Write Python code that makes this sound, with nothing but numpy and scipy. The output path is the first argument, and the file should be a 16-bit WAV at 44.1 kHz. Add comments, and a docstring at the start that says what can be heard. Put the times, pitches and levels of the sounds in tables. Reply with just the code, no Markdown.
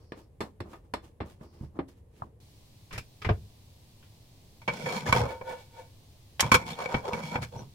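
"""Egg in a bowl, then a pan on the stove

A wooden spoon knocks on a bowl between wet swishes of egg and chives: noise bursts and bubble grains
excite the bowl's modes. Then, by a hissing gas burner, something lands on the counter and a wooden spatula
taps and scrapes an oiled pan by stick-slip friction; the pan clanks and rubs on its iron grate when tilted.
Early copies and a short diffuse tail set it in a small kitchen, over shaped background noise.
"""
import sys
import numpy as np
from scipy import signal
from scipy.fft import rfft, irfft, next_fast_len
from scipy.io import wavfile
from scipy.ndimage import uniform_filter1d, map_coordinates

SR = 44100
rng = np.random.default_rng(int(sys.argv[2]) if len(sys.argv) > 2 else 0)


def int16_out(signal):
    """Quantize to a 16-bit WAV file."""
    q = np.round(np.clip(np.atleast_2d(signal).T, -1, 1) * 32767)
    wavfile.write(sys.argv[1], SR, q.astype(np.int16))


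N = 341334
TIME = np.arange(N) / SR

# edges of the registers thud, knock, clack and tick: edge_hz
BAND_EDGES = [50, 300, 1500, 5000, 15000]
# resonances of the bowl: mode_hz, width_hz, level_db
BOWL_MODES = [(235, 45, -6), (337, 68, -1.5), (617, 51, -12.5), (840, 86, -13), (1190, 48, -12),
              (1780, 140, -13), (2180, 250, -17.5), (2770, 25, -32), (3510, 36, -13), (4230, 330, -17.5),
              (5330, 80, -17), (6540, 48, -57), (7640, 83, -21.5), (8500, 66, -30)]
# dense, damped response under the bowl's resonances: frequency_hz, level_db
BOWL_BODY = [(30, -20.5), (80, -3.5), (160, -4), (400, -9.5), (700, -16), (1100, -12), (1600, -18),
             (3000, -22), (6000, -36), (11000, -33.5), (16000, -52)]
# resonances of the pan lying flat: mode_hz, width_hz, level_db
PAN_MODES = [(121, 43, 8.2), (496.0, 56, 0.5), (937, 99, 1), (1507, 43, -7.5), (2284, 74, 2.5),
             (3296, 250, -15.0), (4300, 220, -19.5), (5380, 66, -19.5), (5660, 63, -21.5),
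             (6500, 68, -38.0), (6960, 140, -25.0)]
# dense, damped response under the pan's resonances: frequency_hz, level_db
PAN_BODY = [(30, -27.5), (70, -17), (170, 2.5), (240, -5.5), (330, -6.5), (600, -7.5), (1050, -11),
            (1500, -7), (2000, -18.5), (3000, -40.5), (5000, -26.5), (8000, -34.5), (12000, -39),
            (16000, -66)]
# spatula strokes: start_s, length_s, drag_db, growth_db (over the stroke),
# then above the drag: judder_db, grit_db, rim_db; and the blade's note at the start: note_hz
SCRAPES = [(4.72, .125, -43.5, -1, 2.5, -0.5, 0, 650), (4.855, 0.085, -34, 6, -11, -6.5, -3, 650),
           (4.965, 0.023, -40, -3.5, 3.5, 1.5, 1, 850), (5.015, 0.049, -48.5, 1, 8.5, -8, -6, 700),
           (5.068, 0.031, -31.5, -2, -11, -6.5, -12, 915), (5.14, 0.033, -28, 6.5, -3.5, -6, -12.5, 958),
           (5.205, .05, -32.5, 1, -7, -20, -17.5, 580), (6.44, 0.053, -38.5, -9, -4.5, -6, -4, 904),
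           (6.584, 0.063, -41, -10, -5, -9.5, -1.5, 691), (6.67, 0.067, -45, -7.5, 0, 2, -8.5, 820),
           (6.777, 0.063, -36.5, 4, -14, -9.5, -5, 840), (6.897, 0.085, -35, -3, -14, -12, -10, 676),
           (7.039, 0.043, -34, 4, -14, -13, -19, 565), (7.135, 0.064, -36, -3.5, -1.5, -9.5, -7.5, 711),
           (7.233, .085, -47, -4.5, 4, 2, 5.5, 844), (7.328, 0.037, -34, -4.5, -12, -15.5, -9.5, 842),
           (7.43, 0.021, -45, -19, -2, 4, -4, 730), (7.533, 0.087, -44.5, -2.5, -0.5, -10.5, -16, 478)]
# left-right likeness of near sounds: frequency_hz, likeness (1 = identical)
NEAR_LIKENESS = [(60, 0.97), (140, 0.99), (300, 0.9), (600, 0.68), (1200, 0.093), (3000, 0.0389),
                 (8000, 0.052)]
# left-right likeness of the backgrounds and the room's tail: frequency_hz, likeness (1 = identical)
DIFFUSE_LIKENESS = [(60, 1), (130, 0.95), (290, 0.76), (640, 0.35), (1410, 0.051), (3100, -0.039),
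                    (6820, -0.013), (15000, -0.08)]


def amp(db):
    """Level to amplitude: 20 dB is a factor of ten."""
    return 10 ** (np.asarray(db) / 20)


def unit(x):
    """Normalisation to rms 1."""
    return x / np.sqrt(np.mean(x ** 2) + 1e-20)


def along(points, hz):
    """Interpolation of (Hz, value) points on a logarithmic frequency axis."""
    f, v = np.transpose(points)
    return np.interp(np.log(hz + 1), np.log(f + 1), v)


def wobble(rate):
    """Smooth random modulation: a spline through rate random knots a second."""
    knots = rng.standard_normal(int(N * rate / SR) + 4)
    return map_coordinates(knots, [TIME * rate])


def shaped(x, gain):
    """Minimum-phase filtering: the response to a cause rings after it, never before."""
    n = x.shape[-1]
    half = next_fast_len(n // 2 + 4096)
    magnitude = np.maximum(gain(np.fft.rfftfreq(2 * half, 1 / SR)), 1e-6)
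    cepstrum = irfft(np.log(magnitude))
    # folding the cepstrum onto positive times makes the response causal
    cepstrum[1:half] *= 2
    cepstrum[half + 1:] = 0
    return irfft(rfft(x, 2 * half) * np.exp(rfft(cepstrum)))[..., :n]


def body(broad, modes):
    """Modal response: the powers of resonance peaks add to a broad, damped response."""
    def gain(f):
        peaks = sum(amp(db) ** 2 / (1 + (2 * (f - hz) / width) ** 2) for hz, width, db in modes)
        return np.sqrt(amp(along(broad, f)) ** 2 + peaks)
    return gain


def hump(hz, centre_hz, lift_db, sharpness):
    """Single broad resonance on a log-frequency axis: a peak of lift_db added to unit gain."""
    return 1 + amp(lift_db) / (1 + (sharpness * np.log((hz + 1) / centre_hz)) ** 2)


def band(x, lo_hz, hi_hz):
    """Band-pass filtering: one register of a sound, at rms 1."""
    edges_hz = [lo_hz, min(hi_hz, SR / 2.1)]
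    return unit(signal.sosfilt(signal.butter(3, edges_hz, "band", fs=SR, output="sos"), x))


def widen(pair, alike):
    """Interaural coherence: shared and opposed noise mix to the given left-right likeness."""
    likeness = lambda f: np.clip(along(alike, f), -.99, .99)
    mid = shaped(pair[0], lambda f: np.sqrt(1 + likeness(f)))
    side = shaped(pair[1], lambda f: np.sqrt(1 - likeness(f)))
    return np.array([mid + side, mid - side])


def placed(x, left_db):
    """Interaural level difference: left_db louder on the left, or on the right if negative."""
    return x * amp(np.array([[left_db], [-left_db]]) / 2)


def bowl():
    """Struck resonator: the spoon knocks on the bowl, whose ring is damped by the egg."""
    # knocks: time_s, knock_db, thud_db (above the knock), hardness_hz, spot_hz (pitch of the struck spot),
    # t60_s (of the contact)
    knocks = [(0.12, -41.5, -4.5, 4770, 445, 0.018), (0.405, -33.5, -5.5, 11000, 970, 0.11),
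              (0.603, -40.5, 3, 6740, 496, 0.032), (0.731, -47, -23, 2640, 1250, 0.12),
              (0.937, -32, -9, 8500, 1000, 0.03), (1.203, -37, 1.5, 2980, 830, 0.11),
              (1.409, -54.5, 7, 1970, 626, 0.041), (1.609, -63, 26.5, 2500, 555, 0.012),
              (1.631, -67, 29, 5000, 541, 0.052), (1.789, -31, -2.5, 1550, 695, 0.06)]
    return blows(knocks, BOWL_BODY, BOWL_MODES, clack_db=-8, tick_db=-15.5, spot_db=-0.5,
                 crack_db=16, tail_db=-14.0, tail_t60=0.17, attack=0.0015)


def blows(rows, broad, modes, clack_db, tick_db, spot_db, crack_db, tail_db, tail_t60, attack):
    """Impact excitation: a brief noisy force drives the modes; spot and hardness set pitch and colour."""
    out, t = np.zeros((2, N + SR)), np.arange(SR // 4) / SR
    for s, knock_db, thud_db, hardness_hz, spot_hz, t60 in rows:
        # a fast burst, then the clatter of nearby surfaces
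        decay = amp(-60 * t / t60) + amp(tail_db - 60 * t / tail_t60)
        push = decay * (1 - np.exp(-t / attack))
        force = widen(push * rng.standard_normal((2, len(t))), NEAR_LIKENESS)
        force[:, SR // 700] += amp(crack_db)  # the instant of firm contact
        ring = lambda f: body(broad, modes)(f) * hump(f, spot_hz, spot_db, sharpness=12.4)
        hit = balanced(shaped(force, ring), registers(thud_db, clack_db, tick_db, hardness_hz))
        out[:, round(s * SR):][:, :len(t)] += amp(knock_db) * hit
    return out[:, :N]


def registers(thud_db, clack_db, tick_db, hardness_hz):
    """Contact stiffness as a low-pass: a soft contact excites little above its hardness."""
    centres = np.sqrt(np.multiply(BAND_EDGES[1:], BAND_EDGES[:-1]))
    softening_db = 10 * np.log10(1 + (centres / hardness_hz) ** 4)
    return np.array([thud_db, 0, clack_db, tick_db]) - softening_db


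def balanced(hit, register_db):
    """Spectral balance: the first 25 ms of a blow are steered to the given level in each register."""
    edges, size = np.array(BAND_EDGES), SR // 40
    hz = np.fft.rfftfreq(2 * size, 1 / SR)
    for _ in range(2):  # neighbouring registers overlap, so a second pass evens them out
        power = np.mean(np.abs(rfft(hit[:, :size], 2 * size)) ** 2, axis=0) / size ** 2
        own_db = [10 * np.log10(power[(hz >= lo) & (hz < hi)].sum()) for lo, hi in zip(edges, edges[1:])]
        colour = np.column_stack([np.sqrt(edges[1:] * edges[:-1]), np.subtract(register_db, own_db)])
        hit = shaped(hit, lambda f: amp(along(colour, f)))
    return hit


def egg():
    """Granular liquid noise: egg sloshes round the spoon while small bubbles and wet chives crackle."""
    # turns of the spoon: crest_s, rise_s, slosh_db, fizz_db
    turns = [(0.04, 0.11, -65.5, -73), (0.19, 0.026, -50.5, -62), (0.46, 0.022, -48.5, -64),
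             (0.675, 0.032, -51.5, -72), (0.738, 0.036, -52, -60.5), (0.85, 0.012, -62.5, -79),
             (1.048, .02, -53, -61), (1.27, 0.019, -49.5, -62.5), (1.309, 0.017, -69, -62.5),
             (1.439, 0.032, -50.5, -66), (1.55, 0.033, -61.5, -70), (1.64, 0.048, -55, -67.5),
             (1.771, 0.021, -48.5, -75), (1.887, .006, -60, -59.5), (1.98, 0.016, -70, -76),
             (2.195, 0.061, -71, -66.5), (2.25, 0.048, -53, -77)]
    settle_db_per_s = 280  # the egg comes to rest after each turn
    slosh, fizz = sum(amp(levels_db)[:, None] * swell(s, rise, settle_db_per_s)
                      for s, rise, *levels_db in turns)
    gulps = grains(rate=500, spread_db=3, smooth=1)
    pops = grains(rate=2500, spread_db=4, smooth=.8)
    low = band(shaped(gulps, body(BOWL_BODY, BOWL_MODES)), 167, 1120)
    wet_colour = [(600, -14), (1500, 3), (3000, 2.5), (4500, -1), (8000, -4), (16000, -10)]  # (Hz, dB)
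    wet = shaped(pops, lambda f: amp(along(wet_colour, f)))
    return slosh * low + fizz * unit(wet)


def swell(crest_s, rise_s, fall_db_per_s):
    """Motion envelope: a Gaussian rise to the crest, then exponential decay."""
    t = TIME - crest_s
    return np.exp(-(np.minimum(t, 0) / rise_s) ** 2) * amp(-fall_db_per_s * np.maximum(t, 0))


def grains(rate, spread_db, smooth):
    """Shot noise: uneven tiny slips or pops, rate a second, over a share of smooth rubbing noise."""
    sizes = amp(spread_db * np.clip(rng.standard_normal(N), -2, 2))
    events = (rng.random(N) < rate / SR) * sizes
    life = np.exp(-np.arange(SR // 200) / (SR * .0005))  # each grain decays with a 0.5 ms time constant
    envelope = unit(signal.lfilter(life, 1, events)) + smooth
    return widen(envelope * rng.standard_normal((2, N)), NEAR_LIKENESS)


def brushing():
    """Sliding friction as narrow-band noise: the spoon brushes softly along the bowl's wall."""
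    # brushes: start_s, length_s, level_db
    brushes = [(0, 0.24, -76), (1.43, 0.23, -75.5)]
    pressure = sum(amp(db) * stroke(s, length, growth_db=-1) for s, length, db in brushes)
    return pressure * band(widen(rng.standard_normal((2, N)), NEAR_LIKENESS), 4300, 5750)


def plops():
    """Damped cavity tone: a blob of egg falls back with a short hollow splash over a soft bump."""
    # drops: time_s, level_db (relative), pitch_hz, t60_s
    drops = [(2.22, -23, 1105, 0.023)]
    out, t = np.zeros((2, N)), np.arange(SR // 10) / SR
    for s, db, hz, t60 in drops:
        noise = widen(rng.standard_normal((2, SR // 5)), NEAR_LIKENESS)
        splash = band(noise, hz * 0.64, hz * 1.1)[:, -len(t):]
        note = np.sin(2 * np.pi * hz * t)
        bump = np.sin(2 * np.pi * 115 * t) * amp(-5.0 - 60 * t / 0.053)
        hollow = (splash + note / 2) * amp(-60 * t / t60)
        onset = 1 - np.exp(-t / 0.00099)
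        out[:, round(s * SR):][:, :len(t)] += amp(db - 2.5) * (hollow + bump) * onset
    return out


def pan():
    """Lightly damped modes: everything that touches the pan leaves a faint, long ring in its metal."""
    # the least damped modes: mode_hz, width_hz, level_db
    lingering = [(875, 6, -14.5), (2285, 8.3, -16.5), (2520, 3.6, -14)]
    contact = taps() + scraping() + squeaks() + sliding()
    ring = lambda f: sum(amp(db) / (1 + 2j * (f - hz) / width) for hz, width, db in lingering)
    size = next_fast_len(N + SR)
    return contact + irfft(rfft(contact, size) * ring(np.fft.rfftfreq(size, 1 / SR)), size)[:, :N]


def taps():
    """Impact on two resonators: the spatula hits the pan, and the pan clanks on the iron grate."""
    # blows of spatula on pan, and of pan on grate: time_s, knock_db, thud_db (above the knock),
    # hardness_hz, spot_hz (pitch of the struck spot), t60_s (of the contact)
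    spatula_blows = [(4.616, -57.5, -12, 5900, 605, 0.065), (4.677, -29.5, -7, 3760, 580, 0.11),
                     (4.857, -42.5, 0, 6000, 760, 0.1), (5.125, -23, -8.5, 5400, 1110, 0.022),
                     (5.158, -33, -18, 1310, 775, 0.069), (5.411, -39.5, -14, 1250, 515, 0.04),
                     (6.425, -32, -3, 2300, 950, 0.071), (6.516, -20, -4, 7300, 1105, 0.064),
                     (6.541, -21.5, -9, 9100, 1340, 0.04), (6.549, -23.5, -6, 7000, 1047, 0.044),
                     (6.857, -35, -12, 2900, 518, 0.016), (6.942, -29.5, 2, 2700, 740, 0.042),
                     (7.132, -38, -2, 5360, 880, 0.02), (7.355, -33, -2.5, 2700, 870, 0.041),
                     (7.427, -46, -6, 12000, 1730, 0.076)]
    clanks = [(6.395, -33, -21, 3000, 2200, 0.058), (6.405, -32, -27.5, 14200, 6830, 0.029)]
    # resonances of the grate: mode_hz, width_hz, level_db
    grate_modes = [(2290, 39, -6.5), (3200, 27, -8), (4280, 27, -10), (5480, 250, 0.5), (7100, 15, -25),
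                   (8200, 21, -6.5), (8340, 92, 6.5), (8350, 45, -7.5), (10500, 75, -12.5),
                   (13200, 180, -12)]
    # dense, damped response under them: frequency_hz, level_db
    grate_body = [(40, -16), (110, 5.5), (300, -21), (1500, -16), (6000, -1.5), (12000, -2.5),
                  (16000, -20.5)]
    wood = blows(spatula_blows, PAN_BODY, PAN_MODES, clack_db=1.5, tick_db=-6, spot_db=9.5,
                 crack_db=3, tail_db=-25.5, tail_t60=0.19, attack=0.0019)
    iron = blows(clanks, grate_body, grate_modes, clack_db=7, tick_db=7, spot_db=-2.5,
                 crack_db=1.0, tail_db=-34.5, tail_t60=0.122, attack=0.002)
    return placed(wood, left_db=-0.2) + placed(iron, left_db=-1.0)


def scraping():
    """Stick-slip friction: the wooden edge drags over the oiled, textured pan, which rumbles as it rocks."""
    # rocking of the pan on its support under a heavy stroke: start_s, length_s, level_db, growth_db
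    rocking = [(5.075, .16, -31, 4), (6.436, 0.027, -27.5, -6.5), (7.364, 0.088, -36.5, -7),
               (7.549, 0.12, -43, -14.5)]
    # the spatula trembles in the hand as it drags: the low and high edge of that band, edge_hz
    judder_band = (150.6, 240)
    chatter_db, chatters_per_s = 1.5, 130  # the edge catches and frees itself unevenly
    flare_db, flares_per_s = 2, 36  # the rim sings in uneven flashes
    drag_reach = 2.41  # top of the drag noise, in multiples of the blade's note

    slips = grains(rate=1500, spread_db=4, smooth=.6)
    slips = slips * amp(chatter_db * wobble(chatters_per_s))
    rub = travelling(shaped(slips, body(PAN_BODY, PAN_MODES)), blade_db=3, patchy_db=2.5)
    # the rim's strongest mode is taken out of the drag, to have its own level in each stroke
    rim = signal.lfilter(*signal.iirpeak(2300, 10, fs=SR), rub)
    singing = placed(unit(rim * amp(flare_db * wobble(flares_per_s))), left_db=-1.5)
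    judder = band(rub, *judder_band)
    grit = band(rub, 3110, SR / 2)
    rumble = band(rub, 41, 170)
    out = rumble * sum(amp(db) * stroke(s, length, growth_db) for s, length, db, growth_db in rocking)
    for s, length, db, growth_db, judder_db, grit_db, rim_db, note_hz in SCRAPES:
        drag = band(rub - rim, 378, drag_reach * note_hz)
        parts = drag + amp(judder_db) * judder + amp(grit_db) * grit + amp(rim_db) * singing
        out += amp(db) * stroke(s, length, growth_db) * parts
    return out


def stroke(start_s, length_s, growth_db):
    """Friction follows pressure: wood takes hold, drags with growing or easing force, and lets go."""
    grip_s, let_go_db_per_s = 0.035, 327.5
    t = TIME - start_s
    grip = np.clip(t / grip_s + .5, 0, 1)
    pressure_db = growth_db * (np.clip(t / length_s, 0, 1) - .5)
    return grip * amp(pressure_db - let_go_db_per_s * np.maximum(t - length_s, 0))


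def travelling(rub, blade_db, patchy_db):
    """Moving excitation point: the note glides while some pan modes wake and others are damped."""
    hz, t, z = signal.stft(rub, SR, nperseg=1024)
    field = uniform_filter1d(rng.standard_normal(z.shape[1:]), size=4, axis=0)  # smooth over frequency
    field = uniform_filter1d(field, size=6, axis=1)  # and over time
    depth_db = patchy_db / (1 + hz[:, None] / 8000)  # the fine hiss is more even
    note = hump(hz[:, None], blade_note(t), blade_db, sharpness=2.3)
    return signal.istft(z * note * amp(depth_db * unit(field)), SR, nperseg=1024)[1][:, :N]


def blade_note(t):
    """Gliding resonance: the blade's note (Hz) starts anew with each stroke and sinks until it ends."""
    sag_oct_per_s = 2.9  # the note sinks as the blade flattens
    ends = [(s + u, hz * 2 ** (-sag_oct_per_s * u)) for s, length, *_, hz in SCRAPES for u in (0, length)]
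    return np.interp(t, *np.transpose(sorted(ends)))


def sliding():
    """Friction-driven modes: tilted, the pan rubs on the grate and its bell modes sing more freely."""
    # slides: crest_s, rise_s, ring_db, grit_db
    slides = [(5.313, 0.045, -32.5, -51), (5.518, 0.048, -32, -50), (5.61, 0.029, -58, -58.5),
              (5.801, 0.056, -45, -58)]
    # resonances of the tilted pan: mode_hz, width_hz, level_db
    tilted_modes = [(514.8, 19.9, 8), (909, 23.8, 5.5), (1463, 64, -10), (1747, 22.2, -8.5),
                    (2265, 51, -10.5), (3360, 110, -27.5)]
    # dense, damped response under them: frequency_hz, level_db
    tilted_body = [(60, 14.5), (300, -36), (700, -6), (1500, -31), (3000, -29.5), (6000, -41), (16000, -55)]
    stop_db_per_s = 240.5  # the pan comes to rest after each slide
    ring, grit = sum(amp(levels_db)[:, None] * swell(s, rise, stop_db_per_s)
                     for s, rise, *levels_db in slides)
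    slips = grains(rate=3000, spread_db=3, smooth=1)
    rub = travelling(shaped(slips, body(tilted_body, tilted_modes)), blade_db=-31, patchy_db=2)
    # friction holds each mode at a steady strength while its phase wanders
    wander = lambda width: np.cumsum(rng.standard_normal(N)) * np.sqrt(np.pi * width / SR)
    bell = unit(sum(amp(db) * np.sqrt(width) * np.sin(2 * np.pi * hz * TIME + wander(width))
                    for hz, width, db in tilted_modes))
    singing = amp(-6.5) * bell + amp(-3.5) * band(rub, 164, 3100)
    return ring * singing + grit * band(rub, 3380, SR / 2)


def squeaks():
    """Friction squeal: the wood catches and sings briefly as noise in a narrow band."""
    # squeaks: start_s, level_db, pitch_hz, length_s
    catches = [(4.857, -38, 1743, 0.03), (5.057, -39, 1755, 0.021), (6.723, -44, 3600, 0.0302),
               (7.552, -56, 5860, 0.081)]
    out = np.zeros((2, N))
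    for s, db, hz, length in catches:
        envelope = np.hanning(int(length * SR))
        noise = rng.standard_normal((2, SR // 4))
        voice = band(noise, hz / 1.03, hz * 1.03)[:, -len(envelope):]
        out[:, round(s * SR):][:, :len(envelope)] += amp(db) * envelope * voice
    return out


def counter():
    """Struck slab: a utensil rattles out of sight, and something lands on the counter with a thud."""
    # contacts: time_s, knock_db, thud_db (above the knock), hardness_hz, spot_hz (pitch of the struck spot),
    # t60_s (of the contact)
    contacts = [(2.908, -54, 4, 3500, 1020, 0.13), (2.926, -50, 3.5, 11000, 2050, 0.19),
                (2.955, -53.5, 3, 4800, 1830, 0.11), (2.978, -45.5, 3.5, 12000, 2580, 0.043),
                (3.217, -50, -1, 5500, 1210, 0.08), (3.246, -37.5, -6, 2980, 2100, 0.09),
                (3.265, -46.5, 18.5, 1390, 794, 0.041), (3.289, -26.5, -1, 1290, 665, 0.043),
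                (3.303, -42.5, 17, 1510, 556, 0.049), (4.025, -66.5, -10, 3500, 3340, 0.2)]
    # resonances of the counter: mode_hz, width_hz, level_db
    counter_modes = [(108, 38, 8), (433, 24, -1), (2370, 76, -15.5), (5170, 300, -24.5)]
    # dense, damped response under them: frequency_hz, level_db
    counter_body = [(30, -1), (90, 6.5), (230, -8.5), (400, -7), (700, -12), (1500, -14.5), (2000, -21.5),
                    (3500, -26.5), (7000, -35), (16000, -46)]
    return blows(contacts, counter_body, counter_modes, clack_db=5, tick_db=-0.5, spot_db=7.0,
                 crack_db=9, tail_db=-7.5, tail_t60=0.13, attack=0.0021)


def hood(x, echo_db):
    """Early reflections: worktop, tiles and hood return a few copies, different at each ear."""
    size = SR // 60
    echoes = np.zeros((2, size))
    for ear in echoes:
        ear[rng.integers(size // 6, size, size=8)] = amp(echo_db) * rng.choice([-1, 1], size=8)
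    # small surfaces reflect little bass
    bright = signal.sosfilt(signal.butter(2, 400, "high", fs=SR, output="sos"), x)
    return signal.fftconvolve(bright, echoes, axes=1)[:, :N]


def kitchen(x):
    """Diffuse reverberation: decaying noise as the walls' answer, with its own decay at each frequency."""
    # reverberation time: frequency_hz, t60_s
    decay_times = [(100, 0.51), (1000, 0.079), (5000, 0.12), (15000, 0.076)]
    hz, t, z = signal.stft(rng.standard_normal((2, SR // 2)), SR, nperseg=256)
    decay = amp(-60 * t / along(decay_times, hz)[:, None])
    tail = signal.istft(z * decay, SR, nperseg=256)[1]
    tail = np.pad(widen(tail, DIFFUSE_LIKENESS), ((0, 0), (SR // 150, 0)))  # the walls answer late
    return signal.fftconvolve(x, tail / np.linalg.norm(tail[0]), axes=1)[:, :N]


def background():
    """Spectrally shaped noise: quiet room air at the bowl; at the stove, the hiss of the burner."""
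    # spectra, relative: frequency_hz, density_db (per Hz)
    room_spectrum = [(13, -51), (22, -5.5), (92, 6.5), (242, -14), (398, -13.5), (469, -9.5), (672, -23),
                     (988, -26.5), (1380, -37), (1710, -35), (5770, -45.5), (10600, -40.5), (16000, -50)]
    burner_spectrum = [(22, -8.5), (43, -14), (102, -2), (167, -14), (200, -16), (340, -22), (700, -26.5),
                       (1050, -30.5), (1350, -39), (1700, -36.5), (2300, -33.5), (4200, -29.5), (7000, -36),
                       (15500, -39)]
    room_db, burner_db = -55.5, -55
    stove_from_s = 2.402  # the scene moves to the stove

    def air(spectrum):
        noise = widen(rng.standard_normal((2, N)), DIFFUSE_LIKENESS)
        return unit(shaped(noise, lambda f: amp(along(spectrum, f))))

    room = amp(room_db) * air(room_spectrum)
    burner = amp(burner_db + 0.1 * wobble(54)) * air(burner_spectrum)  # with a very slight flutter
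    return np.where(TIME < stove_from_s, room, burner)


def scene():
    """Superposition: direct sounds, their early copies and diffuse tail, and the background."""
    at_bowl = placed(bowl() + egg() + brushing() + plops(), left_db=-0.6)
    near = at_bowl + placed(counter(), left_db=0.3) + pan()
    return near + hood(near, echo_db=-22.5) + amp(-17.5) * kitchen(near) + background()


def record(dry):
    """Band limitation: an ideal low-pass removes everything from the top frequency upwards."""
    top_hz = 15900
    size = next_fast_len(N + SR // 2)
    return irfft(rfft(dry, size) * (np.fft.rfftfreq(size, 1 / SR) < top_hz), size)[:, :N]


dry = scene()
out = record(dry)
int16_out(out)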